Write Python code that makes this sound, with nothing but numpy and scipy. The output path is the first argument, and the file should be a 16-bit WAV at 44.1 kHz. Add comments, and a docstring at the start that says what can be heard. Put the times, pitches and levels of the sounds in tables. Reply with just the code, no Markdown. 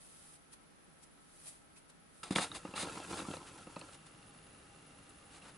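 """A faint, fine sizzle: a hot iron melts through the foam canopy of a model plane, close by in a small room.
Then hands turn the hollow fuselage: skin swishes over it, beads stick and slip in creaks, and the shell
knocks and snaps. A knife picks lightly at the foam. Room air and a thin high whine lie behind it all,
and a fan ticks from the moment the handling starts."""
import sys
import numpy as np
from scipy import signal
from scipy.fft import rfft, irfft
from scipy.io import wavfile
from scipy.ndimage import uniform_filter1d

SR = 44100
rng = np.random.default_rng(int(sys.argv[2]) if len(sys.argv) > 2 else 0)


def unload_audio(sound):
    """Save the sound as a 16-bit wav file, at the path given as the first command line argument."""
    columns = np.transpose(np.atleast_2d(sound))
    # keep every value between -1 and 1, then stretch to whole-number steps
    steps = np.round(np.clip(columns, -1, 1) * 32767)
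    wavfile.write(sys.argv[1], SR, steps.astype(np.int16))


N = 245637
T = np.arange(N) / SR
HZ = np.maximum(np.fft.rfftfreq(N, 1 / SR), 1)
HANDLING_S = 2.231  # the iron stops and the hands take over


def amp(db):
    """Decibels to gain."""
    return 10 ** (np.asarray(db) / 20)


def unit(x):
    """Scale to rms 1."""
    return x / np.sqrt(np.mean(x ** 2) + 1e-24)


def noise():
    """White noise."""
    return rng.standard_normal(N)


def shape(x, gain):
    """Filter by a gain for each frequency."""
    return irfft(rfft(x) * gain, N)


def colour(points):
    """EQ curve through (f/Hz, level/dB) points."""
    hz, db = np.transpose(points)
    return amp(np.interp(np.log(HZ), np.log(hz), db))


def resonance(hz, width):
    """Response of one resonance, gain 1 at its centre."""
    return 1 / (1 + 1j * (HZ ** 2 - hz ** 2) / (HZ * width))


def grains(per_s, spread_db):
    """Tiny clicks at random moments, a few much larger than the rest."""
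    size = amp(spread_db * np.minimum(rng.exponential(size=N), 4))
    return unit((rng.random(N) < per_s / SR) * size * np.sign(noise()))


def swell(s, hold, rise_s, fall_s):
    """Envelope that grows up to time s, holds and dies away."""
    return np.exp(np.minimum(T - s, 0) / rise_s - np.maximum(T - s - hold, 0) / fall_s)


def add(track, s, sound):
    """Mix a sound into a track from time s."""
    i = max(int(s * SR), 0)
    track[i:i + len(sound)] += sound[:N - i]


def echoes(x, t60):
    """Dense short reflections, in the shell or off the bench and walls."""
    t = T[:SR // 3]
    tail = rng.standard_normal(len(t)) * amp(-60 * t / t60)
    return signal.oaconvolve(x, tail / np.linalg.norm(tail))[:N]


def strokes(rows, body, per_s, spread_db, attack, release_s):
    """Sliding contacts: dense slips ring the body, swell for a share of the stroke, hold and die away."""
    out, t = np.zeros(N), T[:SR // 5]
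    slips = shape(grains(per_s, spread_db), body)
    octaves = np.log2(np.maximum(np.fft.rfftfreq(len(t), 1 / SR), 1))
    for s, length, db, tilt_db in rows:
        start = rng.integers(N - len(t))
        rub = unit(irfft(rfft(slips[start:start + len(t)]) * amp(tilt_db * octaves)))
        speed = np.minimum(t / (attack * length), 1) * np.exp(-np.maximum(t - length, 0) / release_s)
        add(out, s, amp(db) * speed * rub)
    return out


def air(iron_db=-67, handling_db=-61):
    """Room tone: a soft rush with wavering hums and a high whine, stepping up as the handling starts."""
    # EQ of the rush behind the iron, and behind the handling: f/Hz, level/dB
    iron_eq = [(15, -44), (25, -4), (107, -5.5), (130, -8.5), (203, -3), (375, -7), (404, -8), (826, -11.5),
               (1190, -13.5), (1320, -10.5), (2380, -17), (9000, -27), (11700, -69), (19800, -120)]
    handling_eq = [(15, -16), (30, -5.5), (160, -2.5), (290, -5.5), (600, -10.5), (1000, -14.5),
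                   (1300, -11.5), (2300, -17.5), (3600, -21), (5900, -23.5), (9000, -23), (11500, -51)]
    # hums and whine: f/Hz, width/Hz, level behind the iron/dB, level behind the handling/dB
    tones = [(161.5, 25, -76.5, -72.5), (283.8, 25, -80.5, -73.5), (810, 37, -83, -75),
             (1203, 20, -101, -90), (1305, 16, -79, -93), (8070, 24, -87.5, -92), (9950, 900, -79.5, -72.5),
             (9990, 58, -75.5, -71)]
    late_rush = amp(handling_db) * unit(shape(noise(), colour(handling_eq)))
    early_rush = amp(iron_db) * unit(shape(noise(), colour(iron_eq)))
    early_power = late_power = 0
    for hz, width, early_db, late_db in tones:
        peak = unit(np.abs(resonance(hz, width)) ** 2)
        early_power += (amp(early_db) * peak) ** 2
        late_power += (amp(late_db) * peak) ** 2
    late = late_rush + shape(noise(), np.sqrt(late_power))
    early = early_rush + shape(noise(), np.sqrt(early_power))
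    return np.where(T < HANDLING_S, early, late)


def fan(turn_hz=25.04, gain_db=-74, brush_s=0.0033):
    """Three blades brush something on every turn, one harder than the others."""
    ticks = np.zeros(N)
    times = np.arange(HANDLING_S, T[-1], 1 / (3 * turn_hz))
    blade_db = np.resize([0, -4, -5], len(times)) + 1.6 * rng.standard_normal(len(times))
    ticks[(times * SR).astype(int)] = amp(blade_db)
    rub = signal.lfilter([1], [1, -np.exp(-1 / (brush_s * SR))], ticks) * noise()
    brush = unit(shape(rub, resonance(3650, 1400) ** 2))
    housing = resonance(2766, 174) ** 2 + 0.87 * resonance(1260, 250) ** 2
    return amp(gain_db) * (unit(shape(ticks, housing)) + .5 * brush)


def scrapes():
    """The iron or the knife blade catches lightly on the foam."""
    # tool strokes: t/s, length/s, level/dB, tilt/(dB per octave)
    touches = [(.530, 0.014, -64, -2), (1.025, .015, -59, 6), (1.46, 0.033, -51, 7.5),
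               (1.755, 0.021, -63.5, 1.5), (1.89, 0.014, -63, 1.5), (3.45, 0.041, -55.5, -2),
               (3.575, 0.011, -58, -2), (3.791, .0024, -52.5, 4), (3.905, 0.049, -57, 0),
               (4.055, 0.017, -58.5, -0.5), (5.091, .0033, -50, 14), (5.29, 0.091, -58.5, -0.5),
               (5.40, 0.099, -57, -3)]
    # EQ of the scrape: f/Hz, level/dB
    scrape_eq = [(40, -31), (400, -2), (1200, 2), (2500, -0.5), (4200, -1), (6000, -4.5), (8200, -1.5),
                 (10000, 1.5), (11200, -11)]
    return strokes(touches, colour(scrape_eq), per_s=5000, spread_db=2.5, attack=.6, release_s=.009)


def iron(gain_db=-4, simmer_db=-77, cool_s=0.004, cool_share=0.43, bench_echo=0.26, bench_s=.00157):
    """Foam cells burst against the hot tip: a fizz that follows each push, with an echo off the bench."""
    # pushes into the foam: t at full depth/s, hold/s, rise/s, relative level/dB
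    pushes = [(.01, 0.35, 0.022, -56), (0.532, .005, 0.01, -49), (1.027, .005, 0.019, -59),
              (1.478, 0.028, .14, -51.5), (1.475, 0.0079, 0.023, -47), (1.783, .005, 0.018, -57.5),
              (2.16, 0.072, 0.055, -62)]
    # EQ of the fizz: f/Hz, level/dB
    sizzle_eq = [(1000, -12), (2500, -11.5), (4200, -11), (5500, -11.5), (7300, -10.5), (8100, -5),
                 (8700, -8), (9600, 2), (10400, -2.5), (11200, -6.5)]
    power = amp(simmer_db) ** 2  # the tip resting in the cut
    for s, hold, rise_s, db in pushes:
        power += (amp(db) * swell(s, hold, rise_s, cool_s + cool_share * rise_s)) ** 2
    comb = 1 + bench_echo * np.exp(-2j * np.pi * HZ * bench_s)
    fizz = unit(shape(grains(per_s=13000, spread_db=4), colour(sizzle_eq) * comb))
    return amp(gain_db) * np.sqrt(power) * fizz * (T < HANDLING_S)


def creaks(coarse_db=-2, hiss_db=-1, split_hz=3500, roll_hz=7, grip_s=0.023, let_go_s=0.041):
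    """Foam beads stick and slip under the fingers and ring the shell; a fine hiss rides on top."""
    # slides in the grip: t/s, length/s, relative level/dB, treble offset/dB
    slides = [(2.423, .025, -45.5, -7), (2.5, 0.089, -52, -8.5), (2.626, 0.15, -57, -7.5),
              (2.741, 0.037, -44, -22), (2.811, .19, -43.5, -11.5), (3.017, 0.13, -46.5, -10),
              (3.085, 0.13, -43.5, -9), (3.249, 0.11, -47.5, -8), (3.385, 0.25, -56.5, -7.5),
              (3.684, .2, -57, -8)]
    # EQ of the dragged foam: f/Hz, level/dB
    drag_eq = [(24, -45), (40, -6), (69, -0.5), (139, 1.5), (180, 7), (244, -2), (309, 4), (640, -7),
               (1020, 1), (1130, -10), (1330, -6), (2030, -11), (2690, -13), (3640, -7.5), (11000, -4.5),
               (14300, -82), (22000, -120)]
    push = hiss = 0
    for s, length, db, treble_db in slides:
        attack = np.clip((T - s) / grip_s, 0, 1)
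        release = np.exp(-np.maximum(T - s - length, 0) / let_go_s)
        slide = amp(db) * attack * release
        push = np.hypot(push, slide)
        hiss = np.hypot(hiss, amp(treble_db) * slide)
    lowpass = 1 / np.sqrt(1 + (HZ / split_hz) ** 8)
    body = colour(drag_eq) * (1 + resonance(1330, 120) + 1.6 * resonance(2650, 154))
    slips = grains(per_s=700, spread_db=3.6)
    # the load rolls from finger to finger, and each spot rings differently
    roll = 2 * np.pi * roll_hz * T
    shell = sum(echoes(slips * load, t60=0.034) for load in (np.cos(roll), np.sin(roll)))
    coarse = unit(shape(0.6 * slips + shell, body * lowpass))
    fine = unit(shape(grains(per_s=6100, spread_db=2), body * (1 - lowpass)))
    return amp(coarse_db) * push * coarse + amp(hiss_db) * hiss * fine


def swishes(hiss_db=-15):
    """Skin slides fast over the foam, stirring broad resonances over a wide hiss."""
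    # hand strokes: t/s, length/s, level/dB, tilt/(dB per octave)
    swipes = [(2.231, 0.006, -43, 0), (2.24, .049, -54.5, -.5), (2.307, 0.001, -42, 0),
              (2.318, 0.013, -44, -0.5), (2.35, 0.022, -35.5, 0), (2.376, 0.016, -35.5, -1),
              (2.398, 0.041, -37, 0), (2.539, 0.028, -45, 0.5), (2.752, 0.028, -42, 0),
              (2.777, 0.053, -40, 1), (3.095, 0.023, -53, -2), (3.16, 0.038, -45, -1.5)]
    # resonances of the sliding contact: f/Hz, width/Hz, level/dB
    formants = [(357, 590, -0.5), (790, 300, 2.5), (1160, 550, 0.5), (2050, 1700, -3.5), (2780, 250, -2),
                (3730, 860, 0.5), (4860, 660, -3), (6820, 2300, -8), (8830, 1900, -4), (9800, 1300, -3.5)]
    peaks = sum(amp(db) ** 2 * np.abs(resonance(hz, width)) ** 4 for hz, width, db in formants)
    skin = np.sqrt(peaks + np.abs(amp(hiss_db) * resonance(1100, 18000)) ** 2)
    return strokes(swipes, skin, per_s=9000, spread_db=1.5, attack=.35, release_s=.012)


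def friction():
    """All that sizzles, slides and scrapes on the foam."""
    return iron() + swishes() + scrapes() + creaks()


def snaps(rise_s=0.00036, grit=0.088):
    """A stuck spot lets go at once and rings briefly at its own pitch."""
    # snaps of foam and small hard parts: t/s, f/Hz, t60/s, level/dB
    releases = [(1.765, 2570, .06, -63), (2.2309, 1324, 0.091, -43), (2.3596, 3440, 0.0047, -21.5),
                (2.36, 2280, 0.01, -23), (2.3851, 1650, 0.0031, -19.5), (2.516, 3790, 0.023, -38.5),
                (2.517, 1270, 0.019, -40.5), (2.738, 2710, 0.026, -45.5), (2.777, 1246, 0.039, -35),
                (3.252, 1196, 0.028, -41), (3.368, 4080, .015, -46), (3.7615, 4300, .013, -48.5),
                (3.761, 2610, 0.013, -46), (3.813, 4320, 0.01, -45), (3.813, 2680, 0.012, -44),
                (5.421, 2700, .032, -53)]
    out, t = np.zeros(N), T[:SR // 10]
    for s, hz, t60, db in releases:
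        rasp = unit(uniform_filter1d(rng.standard_normal(len(t)), size=5))
        ring = np.sin(2 * np.pi * hz * t) + grit * rasp
        fade = (1 - np.exp(-t / rise_s)) * amp(-60 * t / t60)
        add(out, s, amp(db) * ring * fade / fade.max())
    return out


def knocks(crack_db=-12.5, rattle=0.29, rattle_s=0.02, flex_s=0.0022):
    """Each blow rings the shell as a thump, a hollow knock and a crack; crushed beads rattle with it."""
    # modes of the hollow fuselage: f/Hz, t60/s, relative level/dB
    modes = [(115, 0.043, -15), (192.6, 0.044, 2), (246, 0.033, 0.5), (292, 0.045, 0.5), (350, 0.14, -20),
             (528, 0.03, 4), (781, 0.028, -4), (905, 0.024, -2), (1005, 0.012, 6), (1270, 0.053, -6),
             (1720, 0.011, -36), (2060, 0.045, 18), (2720, 0.03, 31), (2950, 0.0045, 24), (3800, 0.031, 20),
             (4930, 0.009, 32)]
    # blows on the fuselage: t/s, thump level/dB, knock level/dB
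    blows = [(0.88, -68, -90), (2.307, -33, -51), (2.328, -49, -71), (2.3601, -36.5, -38.5),
             (2.385, -38.5, -39.5), (2.502, -54.5, -71), (2.650, -45, -47), (2.688, -52, -76),
             (2.738, -51, -49.5), (2.831, -47.5, -49), (2.871, -50, -48.5), (2.969, -67, -57),
             (3.196, -48.5, -52.5), (3.218, -50, -51), (3.284, -41.5, -75), (3.303, -44, -62),
             (3.337, -58, -47.5), (3.368, -52, -50.5), (3.670, -52, -55.5), (3.764, -49, -47),
             (3.815, -69, -55)]
    edges_hz = [100, 450, 1900, 5000]  # thump, knock and crack lie between these
    out, t = np.zeros(N), T[:SR // 5]
    hz, t60, mode_db = np.transpose(modes)
    fades = amp(mode_db[:, None] - 60 * t / t60[:, None])
    attack = 1 - np.exp(-t / flex_s)
    for s, thump_db, knock_db in blows:
        detune, phase = rng.standard_normal((2, len(hz)))
        pitches = hz * (1 + 0.026 * detune)
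        rings = fades * np.sin(2 * np.pi * np.outer(pitches, t) + .5 * phase[:, None])
        for lo, hi, db in zip(edges_hz, edges_hz[1:], (thump_db, knock_db, knock_db + crack_db)):
            band = signal.butter(2, [lo, hi], "band", fs=SR, output="sos")
            ring = signal.sosfilt(band, rings[(hz >= lo) & (hz < hi)].sum(0) * attack)
            beads = signal.sosfilt(band, rng.standard_normal(len(t)) * np.exp(-t / rattle_s))
            blow = unit(ring) + rattle * unit(beads)
            add(out, s, amp(db) * blow / np.std(blow[:SR // 50]))  # the first 20 ms set the level
    return out


def scene(room_db=-17, blow_side_db=-3):
    """The faint iron work sounds diffuse; the fuselage is close and straight ahead in a wide room."""
    # side-channel EQ of the fuselage, and of the room air: f/Hz, level/dB
    fuselage_width = [(30, -17), (150, -24), (300, -21.5), (600, -14.5), (1300, -9.5), (3000, -9),
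                      (8000, -8.5)]
    air_width = [(30, -21), (150, -15), (300, -8), (600, -2.5), (3000, -1.5), (10000, -9)]
    blows = knocks() + snaps()
    work = friction() + blows + fan()
    mid = work + amp(room_db) * echoes(work, t60=0.41) + air()
    # fresh grains and noise in the side channel spread the image
    scattered = friction() + amp(blow_side_db) * echoes(blows, t60=0.07)
    wide_air = air()
    close = shape(scattered, colour(fuselage_width)) + shape(wide_air, colour(air_width))
    side = np.where(T < HANDLING_S, scattered + wide_air, close)
    return np.array([mid + side, mid - side])


def record(dry, top_hz=11100):
    """The microphone leans a little left in the treble; the top is cut steeply."""
    lean = colour([(2500, 0), (5000, 0.54), (10000, 0)])
    tilted = np.array([shape(dry[0], lean), shape(dry[1], 1 / lean)])
    return signal.sosfilt(signal.ellip(12, .2, 70, top_hz, fs=SR, output="sos"), tilted)


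dry = scene()
out = record(dry)
unload_audio(out)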